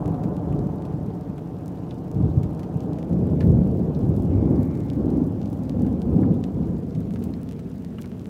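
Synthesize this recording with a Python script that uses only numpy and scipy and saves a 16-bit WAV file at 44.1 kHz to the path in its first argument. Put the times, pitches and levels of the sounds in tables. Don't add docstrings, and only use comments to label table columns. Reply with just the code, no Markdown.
import sys
import numpy as np
from scipy import signal
from scipy.fft import rfft, irfft
from scipy.io import wavfile
from scipy.ndimage import uniform_filter1d

SR = 44100
rng = np.random.default_rng(int(sys.argv[2]) if len(sys.argv) > 2 else 0)


def unload_audio(sound):
    columns = np.transpose(np.atleast_2d(sound))
    steps = np.round(np.clip(columns, -1, 1) * 32767)
    wavfile.write(sys.argv[1], SR, steps.astype(np.int16))


N = 365588
T = np.arange(N) / SR
HZ = np.fft.rfftfreq(N, 1 / SR)


def gain_of(db):
    return 10 ** (np.asarray(db) / 20)


def unit_rms(x):
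    return x / np.sqrt(np.mean(x ** 2) + 1e-20)


def eq_curve(points, hz):
    f, db = np.transpose(points)
    return np.interp(np.log(hz + 1), np.log(f + 1), db)


def high_cut(edge_hz):
    return 1 / (1 + (HZ / edge_hz) ** 12)


def automation(rows):
    times, *columns = np.transpose(rows)
    return [np.interp(T, times, column) for column in columns]


def wobble(shape, samples):
    return unit_rms(uniform_filter1d(rng.standard_normal(shape), size=samples, axis=0))


def add(mix, s, sound):
    part = mix[max(round(s * SR), 0):][:len(sound)]
    part += sound[:len(part)]


def clicks(per_s, spread_db):
    size = gain_of(spread_db * np.minimum(rng.exponential(1, N), 4))
    return size * rng.choice([-1., 1.], N) * (rng.random(N) < per_s / SR)


def tick(centre_hz, octaves, size=512):
    hz = np.fft.rfftfreq(size, 1 / SR) + 1
    log_gain = np.maximum(-3 * np.log(1 + (np.log2(hz / centre_hz) / octaves) ** 2 / 2), -9)
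    mirrored = np.concatenate([log_gain, log_gain[-2:0:-1]])
    pulse = np.fft.ifft(np.exp(signal.hilbert(mirrored).conj())).real
    return pulse / np.linalg.norm(pulse)


def resonate(x, hz, width_hz):
    carrier = np.exp(2j * np.pi * np.cumsum(hz) / SR)
    pole = np.exp(-np.pi * width_hz / SR)
    return 2 * (carrier * signal.lfilter([1 - pole], [1, -pole], x / carrier)).real


# f/Hz, relative level/dB
THUNDER_EQ = [(13, -52), (25, -26), (45, -6.5), (60, 2.5), (75, 4.5), (120, 1.5), (175, 0.5), (265, -5.5),
              (350, -9), (450, -14), (600, -22), (780, -28), (1100, -39.5), (1600, -53), (2600, -87.5)]

def shock_stream(per_s=2300, spread_db=1.5):
    return irfft(rfft(clicks(per_s, spread_db)) * gain_of(eq_curve(THUNDER_EQ, HZ)), N)


# t/s, treble shelf gain/dB
AIR_SHELF = [(0, 6.5), (1.5, 7.5), (2.9, 4), (3.4, -3), (4.5, 3), (6.2, 1.5), (8.29, 1)]

def air_path(shocks, shelf_hz=666):
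    treble = irfft(rfft(shocks) * (1 - high_cut(shelf_hz)), N)
    return shocks + (gain_of(automation(AIR_SHELF)[0]) - 1) * treble


# t/s, delay/s, gain/factor
NEAR_BOUNCE = [(0, 0.0069, 0.37), (2.85, 0.0066, 0.27), (3.3, 0.00496, 0.17), (4.2, .0036, 0.066),
               (5.2, 0.0035, 0.15), (6.3, 0.00402, 0.28), (8.29, 0.00492, 0.19)]

def near_reflection(shocks):
    delay_s, gain = automation(NEAR_BOUNCE)
    return shocks + gain * np.interp(T - delay_s, T, shocks)


# t/s, body level/dB, tearing top level/dB
RUMBLE_BED = [(0, -29, -37), (.7, -31, -41), (1.45, -34.5, -46.5), (2.05, -33.5, -45), (2.9, -32, -41.5),
              (3.6, -29.5, -39), (4.8, -27.5, -45), (5.6, -29.5, -43.5), (6.5, -30, -44.5),
              (7.7, -35, -52.5), (8.29, -36.5, -52)]

def rumble_power(deep_db=-9.5, growl_db=-3):
    body, tear = automation(RUMBLE_BED)
    return gain_of([body + deep_db, body, body + growl_db, tear]) ** 2


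# t/s, length/s, body level/dB, deep bass re body/dB, growl re body/dB, core f/Hz
PEAL_CUES = [(0.017, 0.045, -27, -2, -1.5, 149), (0.212, .07, -33, -7, 2.5, 173),
             (0.42, 0.2, -28, -3.5, -3, 172), (0.884, .13, -34.5, -4, -7, 164),
             (2.131, 0.14, -23, -2.5, -5.5, 163), (2.325, 0.14, -27.5, -4, -6, 135),
             (2.804, 0.12, -31.5, -13, 0, 296), (3.068, 0.34, -23.5, -8, -4.5, 179),
             (3.4, 0.19, -17.5, -6, -7, 113), (3.621, 0.25, -26.5, -7.5, -3, 186),
             (3.936, 0.31, -24.5, -5, -5.5, 149), (4.263, 0.11, -28, 5, 2.5, 99),
             (4.377, 0.21, -23.5, -5, 1, 275), (4.932, 0.26, -31, -1, 6, 279),
             (5.687, 0.25, -30.5, -2, 3.5, 260), (6.028, 0.11, -27, 1, 1.5, 176),
             (6.121, 0.2, -22.5, -14.5, -0.5, 250), (6.507, .22, -30.5, -3.5, -2.5, 236),
             (6.884, 0.24, -31.5, -11, -8, 171), (7.133, 0.16, -36, -1.5, 3, 241)]
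PEAL_ATTACK_S = 0.065

def peal_power(release_s=0.08, tear_db=-16.5):
    power = np.zeros((4, N))
    for s, length, db, deep, growl, _ in PEAL_CUES:
        attack = np.clip((T - s) / PEAL_ATTACK_S, 0, 1)
        release = np.exp(-np.maximum(T - s - length, 0) / release_s)
        bands = gain_of([db + deep, db, db + growl, db + growl + tear_db])
        power += np.outer(bands, attack * release) ** 2
    return power


def peal_core(shocks, boost=0.64, width_hz=50):
    pitches = [(s + PEAL_ATTACK_S + part * length, hz)
               for s, length, *_, hz in PEAL_CUES for part in (0, .5)]
    return shocks + boost * resonate(shocks, automation(pitches)[0], width_hz)


CROSSOVERS = [100, 220, 480]

def thunder_roll(steady_s=0.083):
    shocks = peal_core(shock_stream())
    spectrum = rfft(near_reflection(air_path(shocks)))
    cuts = [0] + [high_cut(hz) for hz in CROSSOVERS] + [1]
    levels = np.sqrt(rumble_power() + peal_power())
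    window = signal.windows.hann(int(2 * steady_s * SR))
    weight = signal.fftconvolve(np.ones(N), window, "same")
    out = np.zeros(N)
    for low, high, level in zip(cuts, cuts[1:], levels):
        band = irfft(spectrum * (high - low), N)
        power = signal.fftconvolve(band ** 2, window, "same") / weight
        out += band / np.sqrt(abs(power) + 1e-20) * level
    return out


def dull_echo(thunder, delay_s=0.01135, gain=0.2, edge_hz=352):
    echo = gain * np.exp(-2j * np.pi * HZ * delay_s) / (1 + (HZ / edge_hz) ** 2) ** 2
    return irfft(rfft(thunder) * (1 + echo), N)


# f/Hz, relative level/dB
HISS_EQ = [(20, -14.5), (300, -1), (1000, 8.5), (1500, 7), (2000, 1.5), (3000, -1), (3800, -5.5),
           (5000, -7.5), (7000, -10), (10000, -15), (14000, -12), (16000, -19)]

def far_rain(patchy_db=1.95, flicker_db=0.5):
    frames, hz = N // 128 + 5, np.fft.rfftfreq(512, 1 / SR)
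    real, imag, patches = rng.standard_normal((3, frames, len(hz)))
    patches = uniform_filter1d(patches, size=10, axis=0)
    patches = unit_rms(uniform_filter1d(patches, size=7, axis=1))
    db = eq_curve(HISS_EQ, hz) + patchy_db * patches + flicker_db * wobble((frames, 1), 6)
    spectra = (real + 1j * imag) * gain_of(db)
    return unit_rms(signal.istft(spectra.T, nperseg=512, noverlap=384)[1][:N])


def patter(per_s=300, spread_db=4.0, low_hz=2200, high_hz=14000, spray=0.84, spray_s=0.0025, count=24):
    out, t = np.zeros(N), np.arange(SR // 40) / SR
    for hz in np.geomspace(low_hz, high_hz, count):
        splash = rng.standard_normal(len(t)) * np.exp(-t / spray_s)
        splash *= spray / np.linalg.norm(splash)
        splash[0] += 1
        drop = np.convolve(splash, tick(hz, octaves=rng.uniform(0.91, 1.8)))
        out += signal.oaconvolve(clicks(per_s / count, spread_db), drop)[:N]
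    return unit_rms(out)


# t/s, patter level/dB
RAIN_FADER = [(0, -70), (1.3, -70.3), (4.5, -69.5), (6.9, -70), (8.29, -69)]

def rain_bed(hiss_over_patter_db=9.5):
    return gain_of(automation(RAIN_FADER)[0]) * (gain_of(hiss_over_patter_db) * far_rain() + patter())


# t/s, energy before trim/dB, centre f/Hz, width/octaves, spray share of energy/0-1
DROP_CUES = [(0.059, -25.5, 1400, 2.5, 0), (0.0793, -30, 4100, 3.5, .1), (0.238, -23.5, 1000, 2.6, 1),
             (0.3678, -31, 3200, 1.8, 0.1), (0.5253, -29.5, 2410, 0.66, .7),
             (0.592, -31.5, 5070, 0.92, 0.06), (0.8232, -30, 1000, 2.4, 0.1), (0.853, -29, 2000, 2.2, 0.8),
             (1.381, -24, 1000, 1.7, 1), (1.6599, -32, 6700, 1.7, 0.3), (1.6806, -28.5, 6300, 1.5, 0.1),
             (1.9101, -26.5, 3000, 1, 0.6), (2.1153, -30, 5600, 1.6, 0), (2.4334, -23, 1000, 3.1, 0.7),
             (2.595, -24.5, 1300, 2.9, 0.6), (2.6328, -26, 1700, 2, 0.7), (2.806, -28, 4400, 1.2, .2),
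             (2.9334, -30, 4100, 1.3, 0.04), (2.987, -25, 1500, 2.1, 0.7), (3.029, -28, 2100, 1.5, 0),
             (3.1315, -29.5, 1300, 3.1, 0.1), (3.4077, -16, 1500, 1.6, 0.9), (3.429, -19, 1010, 1.1, 0.7),
             (3.949, -31, 4100, .7, .7), (4.165, -31, 6700, 2.2, 0.1), (4.2336, -35, 14000, 2, 0),
             (4.7537, -33, 3400, 2.2, 0.2), (4.8054, -32, 4400, 1.5, 0.1), (4.9012, -23, 2900, 1.3, 0.1),
             (4.934, -31.5, 3000, 2.3, 0.2), (5.104, -31, 4630, 1.8, 0.5), (5.4161, -30.5, 2700, 1.5, 0.5),
             (5.4305, -33, 3900, 1, .1), (5.4583, -31.5, 3400, 1.5, .1), (5.5308, -30, 4000, 3.2, 0.1),
             (5.6364, -32.5, 4900, 1.6, .3), (5.6958, -23, 3220, 1.5, 0.07), (5.8208, -30, 8100, 2, 0.13),
             (5.8663, -28.5, 1000, 2.8, 0.4), (6.019, -26, 3700, 1.2, 0.12), (6.2336, -14, 990, 0.76, 0.8),
             (6.4401, -20, 2900, 1.3, 0.26), (6.9503, -29, 2700, 1.6, 0.94), (7.0054, -31, 4900, 3.5, .3),
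             (7.108, -28, 1000, 2.6, 0), (7.1383, -31, 4600, 1.7, .1), (7.1598, -17, 950, 1.4, .23),
             (7.2238, -26, 1000, 2.2, 1), (7.24, -22, 8100, 2.6, 0.5), (7.339, -27, 2820, 1.1, 0.3),
             (7.4323, -29, 8100, 4, .05), (7.4905, -27, 1600, 2.7, .03), (7.5124, -27, 2000, 2.4, 0.14),
             (7.523, -30, 2400, 3.5, .1), (7.531, -32, 2100, 1.6, 0.1), (7.5934, -26, 1100, 2.5, 0.8),
             (7.848, -28.5, 3400, 1.9, 0), (7.986, -20.5, 1170, 1.1, 0.8), (8.022, -24.5, 3900, 1.4, .02),
             (8.0424, -21, 1300, 0.89, 0.6), (8.059, -28.5, 2200, 2.6, 0), (8.1176, -27, 1000, 1.8, .05),
             (8.1955, -32, 3900, 1.1, 0), (8.2575, -25.5, 1700, 1.7, 0)]

def near_drops(trim_db=-1, splash_s=0.0091, rise_s=.0015, rebound=0.24, rebound_s=.0002):
    out, t = np.zeros(N), np.arange(SR // 20) / SR
    for s, db, hz, octaves, share in DROP_CUES:
        pulse = gain_of(db + trim_db) * tick(hz, octaves)
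        lag = int(rebound_s * SR * (.5 + rng.random()))
        pulse = (pulse - rebound * np.roll(pulse, lag)) / np.hypot(1, rebound)
        spray = rng.standard_normal(len(t)) * np.exp(-t / splash_s) * (1 - np.exp(-t / rise_s))
        spray *= np.sqrt(share) / np.linalg.norm(spray)
        add(out, s, np.sqrt(1 - share) * pulse)
        add(out, s - 2 * rise_s, np.convolve(spray, pulse))
    return out


# t/s, level before trim/dB, f/Hz
BOOM_CUES = [(0.077, -23, 176), (0.112, -17, 184), (0.26, -15, 167), (0.546, -13.5, 170), (0.664, -11, 180),
             (0.945, -16, 148), (1.086, -15, 169), (1.299, -13.5, 152), (2.167, -8.5, 145),
             (2.242, -5.5, 135), (2.379, -3, 126), (2.763, -10, 140), (3.132, -12.5, 175),
             (3.301, -10.5, 112), (3.442, -8, 116), (3.507, -4, 110), (3.621, -6, 182), (3.892, -16, 162),
             (4.097, -10, 147.5), (4.486, -17, 177), (5.002, -14, 186), (5.047, -18, 225), (5.183, -9, 233),
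             (5.22, -7.5, 255), (5.272, -12.5, 249), (5.834, -6, 197), (5.868, -8, 213), (6.167, -8, 165),
             (6.222, -10.5, 253), (6.309, -4, 198), (6.611, -11, 163), (6.707, -10.5, 169),
             (6.98, -14, 148), (7.29, -23, 164)]

def booms(cycles=0.9, trim_db=-3):
    out, t = np.zeros(N), np.arange(-SR // 25, SR // 25) / SR
    for s, db, hz in BOOM_CUES:
        swing = np.exp(-(t * hz / cycles) ** 2) * np.cos(2 * np.pi * (hz * t + rng.random()))
        add(out, s + t[0], gain_of(db + trim_db) * swing)
    return out


# t/s, level before envelope/dB, f/Hz, decay/s
PLINK_CUES = [(1.6803, -45, 13100, .001), (1.9092, -40.5, 3500, 0.002), (3.407, -44, 1730, 0.015),
              (7.3377, -33.5, 4200, 0.0011), (7.984, -35.5, 2910, 0.0021), (8.0415, -45, 2200, .004)]

def plinks(rise_s=0.00066):
    out, t = np.zeros(N), np.arange(SR // 20) / SR
    for s, db, hz, decay_s in PLINK_CUES:
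        envelope = np.exp(-t / decay_s) * (1 - np.exp(-t / rise_s))
        add(out, s, gain_of(db) * envelope * np.sin(2 * np.pi * hz * t))
    return out


# middle t/s, level/dB, half length/s
FLURRY_CUES = [(3.46, -62.5, .06), (3.722, -72.5, 0.13), (4.204, -60, 0.038), (4.64, -61, 0.04),
               (5.53, -66, .06), (7.2, -65.5, 0.058), (8.011, -53, 0.026)]

def flurries(per_s=320, spread_db=5.0, centre_hz=11000, octaves=3.1):
    droplets = unit_rms(signal.oaconvolve(clicks(per_s, spread_db), tick(centre_hz, octaves))[:N])
    return droplets * sum(gain_of(db) * np.exp(-((T - s) / half_s) ** 2) for s, db, half_s in FLURRY_CUES)


# t/s, length/s, top fundamental f/Hz, level/dB
BUZZ_CUES = [(4.268, .72, 180, -66), (5.087, .18, 179, -69)]
BUZZ_HARMONICS = [-10, -1.5, -6.5, -2.5, -3.5, -12]

def far_buzz(waver=0.35, jitter=.003, sag=0.043, fade_s=0.061):
    out = np.zeros(N)
    for s, length, top_hz, db in BUZZ_CUES:
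        t = np.arange(0, length, 1 / SR)
        arch = 1 - sag * (2 * (t / length) ** .8 - 1) ** 2
        unsteady = 1 + jitter * wobble(len(t), 900)
        turns = np.cumsum(top_hz * arch * unsteady) / SR
        level = gain_of(db) * np.minimum(np.minimum(t, length - t) / fade_s, 1)
        for k, harmonic_db in enumerate(BUZZ_HARMONICS, 9):
            fading = 1 + waver * wobble(len(t), 5000)
            tone = np.sin(2 * np.pi * (k * turns + rng.random()))
            add(out, s, level * gain_of(harmonic_db) * fading * tone)
    return out


# f/Hz, level/dB
SQUEAK_PARTIALS = [(11790, -73), (15330, -76)]

def squeak(middle_s=4.62, half_s=0.064, width_hz=120):
    noise = rng.standard_normal(N)
    partials = sum(gain_of(db) * unit_rms(resonate(noise, np.full(N, hz), width_hz))
                   for hz, db in SQUEAK_PARTIALS)
    return partials * np.exp(-((T - middle_s) / half_s) ** 2)


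def scene():
    thunder = dull_echo(thunder_roll() + booms())
    rain = rain_bed() + flurries() + near_drops() + plinks()
    return (thunder + rain + far_buzz() + squeak())[None]


def record(dry, bass_cut_hz=42, top_hz=15900, fade_in_s=.004):
    faded = dry * np.minimum(T / fade_in_s, 1)
    thinned = signal.sosfilt(signal.butter(2, bass_cut_hz, "highpass", fs=SR, output="sos"), faded)
    band_limit = signal.firwin(511, top_hz, window=("kaiser", 9), fs=SR)
    return signal.oaconvolve(thinned, band_limit[None], "same")


dry = scene()
out = record(dry)
unload_audio(out)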